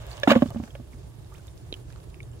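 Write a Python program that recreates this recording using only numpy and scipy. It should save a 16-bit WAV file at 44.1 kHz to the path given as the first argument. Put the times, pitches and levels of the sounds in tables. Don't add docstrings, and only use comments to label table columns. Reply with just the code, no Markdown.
import sys
import numpy as np
from scipy import signal
from scipy.fft import rfft, irfft
from scipy.io import wavfile

SR = 44100
rng = np.random.default_rng(int(sys.argv[2]) if len(sys.argv) > 2 else 0)


def gain_from_db(level_db):
    decades = np.asarray(level_db, float) / 20
    return 10 ** decades


def wav_record(signal):
    frames = np.transpose(np.atleast_2d(signal))
    bounded = np.clip(frames, -1, 1)
    quanta = np.round(bounded * 32767).astype(np.int16)
    wavfile.write(sys.argv[1], SR, quanta)


N = 105840


def at_hz(points, hz):
    point_hz, value = np.array(points).T
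    return np.interp(np.log(hz), np.log(point_hz), value)


def in_time(rows):
    s, value = np.transpose(rows)
    return np.interp(np.arange(N) / SR, s, value)


def rms_one(x):
    return x / np.sqrt(np.mean(x ** 2) + 1e-20)


def add(out, start_s, x):
    i = int(start_s * SR)
    out[..., i:i + x.shape[-1]] += x[..., :N - i]


def drift(rate_hz):
    r = np.exp(-2 * np.pi * rate_hz * 40 / SR)
    slow = signal.lfilter([1], [1, -2 * r, r * r], rng.standard_normal(N // 40 + 2002))[2000:]
    return np.interp(np.arange(N) / 40, np.arange(len(slow)), rms_one(slow))


def fade(t, t60_s):
    return gain_from_db(-60 * t / t60_s)


def band(x, low_hz, high_hz):
    sos = signal.butter(2, [low_hz, min(high_hz, 0.45 * SR)], "band", fs=SR, output="sos")
    return signal.sosfilt(sos, x)


def grains(per_s, spread_db):
    sizes = gain_from_db(spread_db * np.minimum(rng.exponential(1, N), 4)) * rng.choice([-1, 1], N)
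    return rms_one(sizes * (rng.random(N) < per_s / SR))


def stereo_noise(samples=N):
    return rng.standard_normal((2, samples))


def pan(db):
    return gain_from_db([[db / 2], [-db / 2]])


# pitch_hz, likeness (0 to 1)
EAR_LIKENESS = [(60, 1), (250, 0.41), (900, 0.015), (15000, 0.064)]


def coloured(white, spectrum, patchy_db):
    hz = np.maximum(np.arange(N // 2 + 1) * SR / N, 1)
    low_hz, high_hz = spectrum[0][0], spectrum[-1][0]
    alike = np.clip(at_hz(EAR_LIKENESS, hz), 0, 1)
    shape = gain_from_db(at_hz(spectrum, hz)) * (hz > low_hz) * (hz < high_hz)
    mid, side = rfft(white) * shape * np.sqrt([1 + alike, 1 - alike])
    ears = np.array([mid + side, mid - side])
    half_octave = 2 * np.log2(hz)
    out = 0
    for k in range(int(2 * np.log2(low_hz)), int(2 * np.log2(high_hz)) + 2):
        part = np.sqrt(np.clip(1 - abs(half_octave - k), 0, 1))
        out = out + gain_from_db(patchy_db * drift(12.2)) * irfft(part * ears, N)
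    return rms_one(out)


# delay_s, level_db
ECHOES = [(.004, -13)]


def place(x, pan_db, lag_s, echo_db):
    n = np.arange(N)
    x = x + np.zeros((2, 1))
    out = np.array([np.interp(n - lag_s * SR, n, x[0]), x[1]])
    dull = gain_from_db(echo_db) * band(x, 300, 7100)
    for delay_s, db in ECHOES:
        add(out[0], delay_s, gain_from_db(db) * dull[1])
        add(out[1], delay_s * 0.99, -gain_from_db(db) * dull[0])
    return out * pan(pan_db)


# pitch_hz, level_db (per Hz)
RUMBLE = [(22, -40), (36, -15), (52, -2.5), (85, -4.5), (125, -3), (160, -16.5), (200, -23)]


def rumble():
    return gain_from_db(-41.5) * coloured(stereo_noise(), RUMBLE, patchy_db=4.0)


# pitch_hz, level_db (per Hz)
FIELD = [(88, -48), (150, -9), (222, -14), (361, -5.5), (422, -10.5), (923, -25.5), (2220, -36),
         (9440, -35), (16000, -44)]


def field_air():
    return gain_from_db(-53.5) * coloured(stereo_noise(), FIELD, patchy_db=-2.5)


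# start_s, level_db
BRUSH = [(0, -63), (.08, -59), (.12, -49.5), (.195, -56.5), (.21, -54.5), (.44, -55), (.47, -50.5),
         (.52, -61.5), (.66, -57), (.72, -64), (1.22, -68.5), (1.36, -59.5), (1.52, -67), (1.75, -60.5),
         (1.85, -67.5), (1.92, -62.5), (2.03, -65), (2.4, -70.5)]
# pitch_hz, level_db (per Hz)
RUSTLE = [(300, -1), (800, 0.5), (2000, -8.5), (5500, -11.5), (7500, -11), (11000, -19), (16000, -21)]


def rustle():
    crackles_per_s, crackle_share, patchy_db = 250, 0.35, 2.0
    crackle = np.array([grains(crackles_per_s, 2.6), grains(crackles_per_s, 1.9)])
    leaves = coloured(stereo_noise() + crackle_share * crackle, RUSTLE, patchy_db)
    return gain_from_db(in_time(BRUSH) + 3 + patchy_db * drift(27)) * leaves


# pitch_hz, width_hz, level_db, silent share of each chirp cycle (0 to 1)
INSECTS = [
    (9300, 250, -71, .05),
    (10400, 250, -69, .5),
]


def insects():
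    chirps_per_s, first_chirp_s = 9.4, 0.028
    swell_db_per_s, full_s = 7, 1.65
    t = np.arange(N) / SR
    cycle = (chirps_per_s * (t - first_chirp_s)) % 1
    swell_db = swell_db_per_s * np.minimum(t - full_s, 0)
    out = np.zeros((2, N))
    for hz, width_hz, db, silent in INSECTS:
        chirp = np.sqrt(np.clip((cycle - silent) / (1 - silent), 0, 1))
        buzz = rms_one(band(stereo_noise(), hz - width_hz / 2, hz + width_hz / 2))
        out += gain_from_db(db + swell_db) * chirp * buzz
    return out


# start_s, peak_db, top_hz
SNAPS = [(0.067, -41, 14900), (.109, -42, 9000), (.17, -33, 8050), (.178, -40, 8020), (0.199, -33.5, 11900),
         (0.459, -38.5, 8000), (.476, -39, 7500), (.504, -35.5, 14700), (.638, -45, 8000),
         (.677, -43, 6000), (1.031, -50, 6500), (1.246, -44, 6000), (1.341, -43.5, 14000),
         (1.382, -42, 8000), (1.47, -44, 15500), (1.577, -41.5, 8500), (1.74, -35, 8000),
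         (1.902, -45, 6000), (1.925, -41, 8000), (1.96, -43.5, 5500), (2.002, -42, 4500),
         (2.101, -47.5, 9850), (2.144, -44, 4500), (2.231, -43, 8500)]


def snaps():
    out, t = np.zeros((2, N)), np.arange(SR // 50) / SR
    for s, db, top_hz in SNAPS:
        burst = fade(t, 0.008) * stereo_noise(len(t))
        add(out, s, gain_from_db(db) * band(burst, top_hz / 3.5, top_hz))
    return out


# start_s, peak_db, pitch_hz, t60_s
DRIPS = [(0.113, -37, 4370, 0.038), (0.129, -40, 4350, 0.033), (0.178, -33, 2940, 0.013),
         (0.705, -38.5, 3182, .015), (.932, -39.5, 2160, 0.012), (1.319, -48, 1122, 0.11),
         (1.395, -44, 1460, 0.018), (1.48, -38.5, 3510, 0.017), (1.7248, -23.5, 3060, 0.018),
         (1.7258, -18, 353, 0.0096), (1.7252, -20, 3780, 0.014), (1.74, -17.5, 3090, 0.0078),
         (1.748, -41.5, 2920, 0.022), (1.931, -44, 2480, 0.014), (1.96, -28, 1290, 0.0057),
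         (2.143, -32, 2600, 0.0072), (2.203, -27.5, 2210, 0.017), (2.229, -46, 3570, 0.02),
         (2.315, -46, 7300, 0.016), (1.726, -32, 2400, 0.01), (1.902, -43.5, 1650, 0.017),
         (2.333, -48, 2900, .015)]


def drips():
    rise_oct_per_s, spit_db, onset_s = 10, -4, 0.001
    out, t = np.zeros((2, N)), np.arange(SR // 12) / SR
    for s, db, hz, t60_s in DRIPS:
        tone = np.sin(2 * np.pi * np.cumsum(hz * 2 ** (rise_oct_per_s * t)) / SR)
        puff = rms_one(band(stereo_noise(len(t)), hz / 1.42, hz * 1.12))
        spit = gain_from_db(spit_db) * fade(t, t60_s) * puff
        onset = 1 - np.exp(-(t / onset_s) ** 2)
        add(out, s, gain_from_db(db) * onset * fade(t, t60_s) * (tone + spit))
    return out


# start_s, peak_db, pitch_hz, t60_s
RINGS = [(.2326, -18.5, 3620, 0.019), (.2326, -22, 2350, .02), (0.233, -31.5, 5685, 0.018),
         (0.2328, -17.5, 1730, 0.038), (0.233, -20.5, 3010, 0.018), (.2405, -34, 2283, 0.033),
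         (0.275, -14.5, 1378, 0.023), (.2745, -17, 1970, 0.016), (.2785, -30, 2490, .02),
         (.284, -21, 947, 0.017), (.2975, -16, 727, .03), (.2975, -24, 2770, .03), (.298, -18.5, 1656, .04),
         (0.3033, -12, 2273, 0.025), (.303, -11, 1173, .03), (0.3044, -18, 4000, 0.023),
         (.306, -28.5, 6420, 0.024), (0.306, -13, 2780, 0.03), (0.3075, -24.5, 4580, 0.029),
         (0.3122, -18, 2450, 0.031), (.3155, -4.5, 560, 0.051), (0.317, -29, 3720, .02),
         (0.3167, -12.5, 1570, 0.031), (.317, -28, 4670, 0.022), (0.318, -16, 2480, 0.043),
         (.331, -28, 2380, .02), (0.3312, -24, 1163, 0.018), (0.3352, -26.5, 1860, 0.028),
         (.3415, -26, 1063, 0.035), (.351, -29, 1378, 0.018), (.354, -32, 2700, 0.035),
         (.3585, -8, 533, 0.053), (.370, -29, 1120, 0.065), (.4205, -34, 3060, .03),
         (.4205, -35, 2530, 0.028), (.4215, -15, 577, 0.05), (.4615, -41, 1162, .025),
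         (.4865, -43, 3530, .03), (.512, -44.5, 2970, 0.024)]


def rings():
    rise_s, ear_gap_rad = 0.00061, 1
    ears = np.array([[0.5], [-0.5]])
    out, t = np.zeros((2, N)), np.arange(SR // 10) / SR
    for s, db, hz, t60_s in RINGS:
        start, gap = rng.uniform(-1, 1, 2)
        phase = 2 * np.pi * hz * t + np.pi * start + ear_gap_rad * gap * ears
        onset = 1 - np.exp(-(t / rise_s) ** 2)
        add(out, s, gain_from_db(db) * onset * fade(t, t60_s) * np.sin(phase))
    return out


# pitch_hz, level_db
WALL = [(565, 1), (700, -3), (830, -7.5), (1120, -4), (1540, -6.5), (1750, -6.5), (2070, -7), (2270, -8),
        (2550, -8), (2860, 1.5), (3190, -1.5), (3700, -4), (5250, -29), (6800, -30)]


def wall_t60(hz):
    return 0.056 * (WALL[0][0] / hz) ** 0.7


# start_s, peak_db, favoured pitch_hz, extra level_db of the lowest mode
KNOCKS = [(0.2333, -17.5, 3380, 16.5), (.274, -6.5, 940, -10), (.298, -18, 1610, -35),
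          (.305, -14, 3020, -14), (0.314, -12, 1170, 4), (.3195, -10, 2310, 6.5), (.333, -13, 1550, -7),
          (.353, -15.5, 1760, 12), (.360, -12, 1040, 0), (.421, -10.5, 1200, -2), (.459, -35, 2460, 17),
          (.504, -25, 960, -6), (.518, -31, 900, 1.5), (.546, -33, 1490, 5.5), (.559, -26.5, 885, 1),
          (.570, -38.5, 2150, -15), (.600, -31.5, 990, 0), (0.637, -35, 1980, 3), (.677, -37.5, 1500, -5),
          (.752, -31.5, 2210, 11.5), (.799, -41.5, 900, 3.5), (1.032, -48, 810, 5)]


def knocks():
    contact_s, ear_gap_rad, scatter_db = 0.00028, 1.0, 1.5
    crack_db, crack_t60_s = -4, 0.04
    out, t = np.zeros((2, N)), np.arange(SR // 10) / SR
    hz, level_db = np.transpose(WALL)[:, :, None]
    for s, db, hard_hz, first_db in KNOCKS:
        level, tuning, start, gap = rng.normal(0, 1, (4, len(WALL), 1))
        mode_db = level_db + scatter_db * level + first_db * (hz == hz.min())
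        ratio = hz / hard_hz
        ring = gain_from_db(mode_db) * ratio / (1 + ratio ** 3.95) * fade(t, wall_t60(hz))
        phase = 2 * np.pi * hz * (1 + 0.023 * tuning) * t + np.pi * start
        ear_gap = ear_gap_rad * np.tanh(gap)
        modes = np.array([(ring * np.sin(phase + ear * ear_gap)).sum(0) for ear in (0.5, -0.5)])
        shared = rng.standard_normal(len(t))
        puff = band(shared + 1.6 * stereo_noise(len(t)), hard_hz / 3, hard_hz * 1.07)
        crack = gain_from_db(crack_db) * fade(t, crack_t60_s) * puff
        add(out, s, gain_from_db(db - 3) * (1 - np.exp(-t / contact_s)) * (modes + crack))
    return out


# start_s, level_db
CLATTER = [
    (.272, -53.5),
    (.276, -27),
    (.29, -30.5),
    (.3, -27),
    (.32, -21),
    (.337, -44.5),
    (.37, -37),
    (.40, -52.5),
    (.425, -42),
    (.45, -68),
]


def clatter():
    shared, left, right = [grains(1500, 3.5) for _ in range(3)]
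    clicks = np.array([shared + left, shared + 0.65 * right])
    level_db = in_time(CLATTER)
    struck = clicks * gain_from_db(level_db) + 1e-18
    shells = 0
    for k, (hz, db) in enumerate(WALL):
        r, w = fade(1 / SR, 0.38 * wall_t60(hz)), 2 * np.pi * hz / SR
        gain = (-1) ** k * gain_from_db(0.38 * db) * np.sin(w)
        shells = shells + signal.lfilter([0, gain], [1, -2 * r * np.cos(w), r * r], struck)
    spray = band(stereo_noise() + 0.2 * clicks, 4200, 18000) * gain_from_db(level_db - 14.5)
    return gain_from_db(-17.0) * shells, spray


# start_s, peak_db, pitch_hz, t60_s
BOOMS = [(.2735, -6, 784, 0.017), (0.2756, -1.5, 272, 0.035), (0.289, -15, 227, 0.054),
         (.303, -12, 240.7, 0.08), (0.317, -12.5, 241.5, 0.1), (.352, -24, 214, 0.11),
         (0.361, -7.5, 234.3, 0.079), (.422, -3.5, 250.6, 0.039), (.424, -25, 119.5, 0.097),
         (0.456, -20.5, 241, 0.049), (0.485, -21.5, 115, 0.032), (0.51, -28, 109.7, 0.07),
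         (.546, -20, 233, 0.016), (.558, -25, 227.4, 0.16), (0.599, -15.5, 243, 0.024),
         (.633, -26, 221, 0.035), (.796, -35.5, 242, 0.071), (0.936, -43, 237, 0.083)]


def booms():
    out, t = np.zeros(N), np.arange(SR // 5) / SR
    for s, db, hz, t60_s in BOOMS:
        swell = (1 - np.exp(-t / 0.0016)) ** 2
        add(out, s, gain_from_db(db + 4.5) * swell * fade(t, t60_s) * np.sin(2 * np.pi * hz * t))
    return out


# start_s, peak_db, from_hz, length_s, to_hz
SQUELCH = (1.341, -53, 1500, .023, 3800)


def squelch():
    out = np.zeros((2, N))
    s, db, from_hz, length_s, to_hz = SQUELCH
    share = np.arange(int(length_s * SR)) / (length_s * SR)
    glide_hz = from_hz + (to_hz - from_hz) * share
    tone = np.sin(2 * np.pi * np.cumsum(glide_hz) / SR)
    add(out, s, gain_from_db(db) * np.sin(np.pi * share) ** 0.5 * tone)
    return out


def scene():
    shells, spray = clatter()
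    field = (rumble() + field_air() + rustle() + insects() + spray) * pan(-3)
    hand = snaps() + drips() + squelch()
    pail = rings() + knocks() + shells + booms()
    near_hand = place(hand, pan_db=-6, lag_s=0.0001, echo_db=-6)
    near_pail = place(pail, pan_db=-4, lag_s=0.00013, echo_db=0)
    return field + near_hand + near_pail


def band_limit(x):
    return signal.sosfilt(signal.butter(12, 15900, fs=SR, output="sos"), x)


def record(dry):
    ceiling, cutoff_hz = 1.5, 15900
    rounded = ceiling * np.tanh(dry / ceiling)
    low_pass = signal.ellip(10, 0.5, 70, cutoff_hz, fs=SR, output="sos")
    mix = signal.sosfilt(low_pass, rounded)
    return band_limit(mix)


dry = scene()
out = record(dry)
wav_record(out)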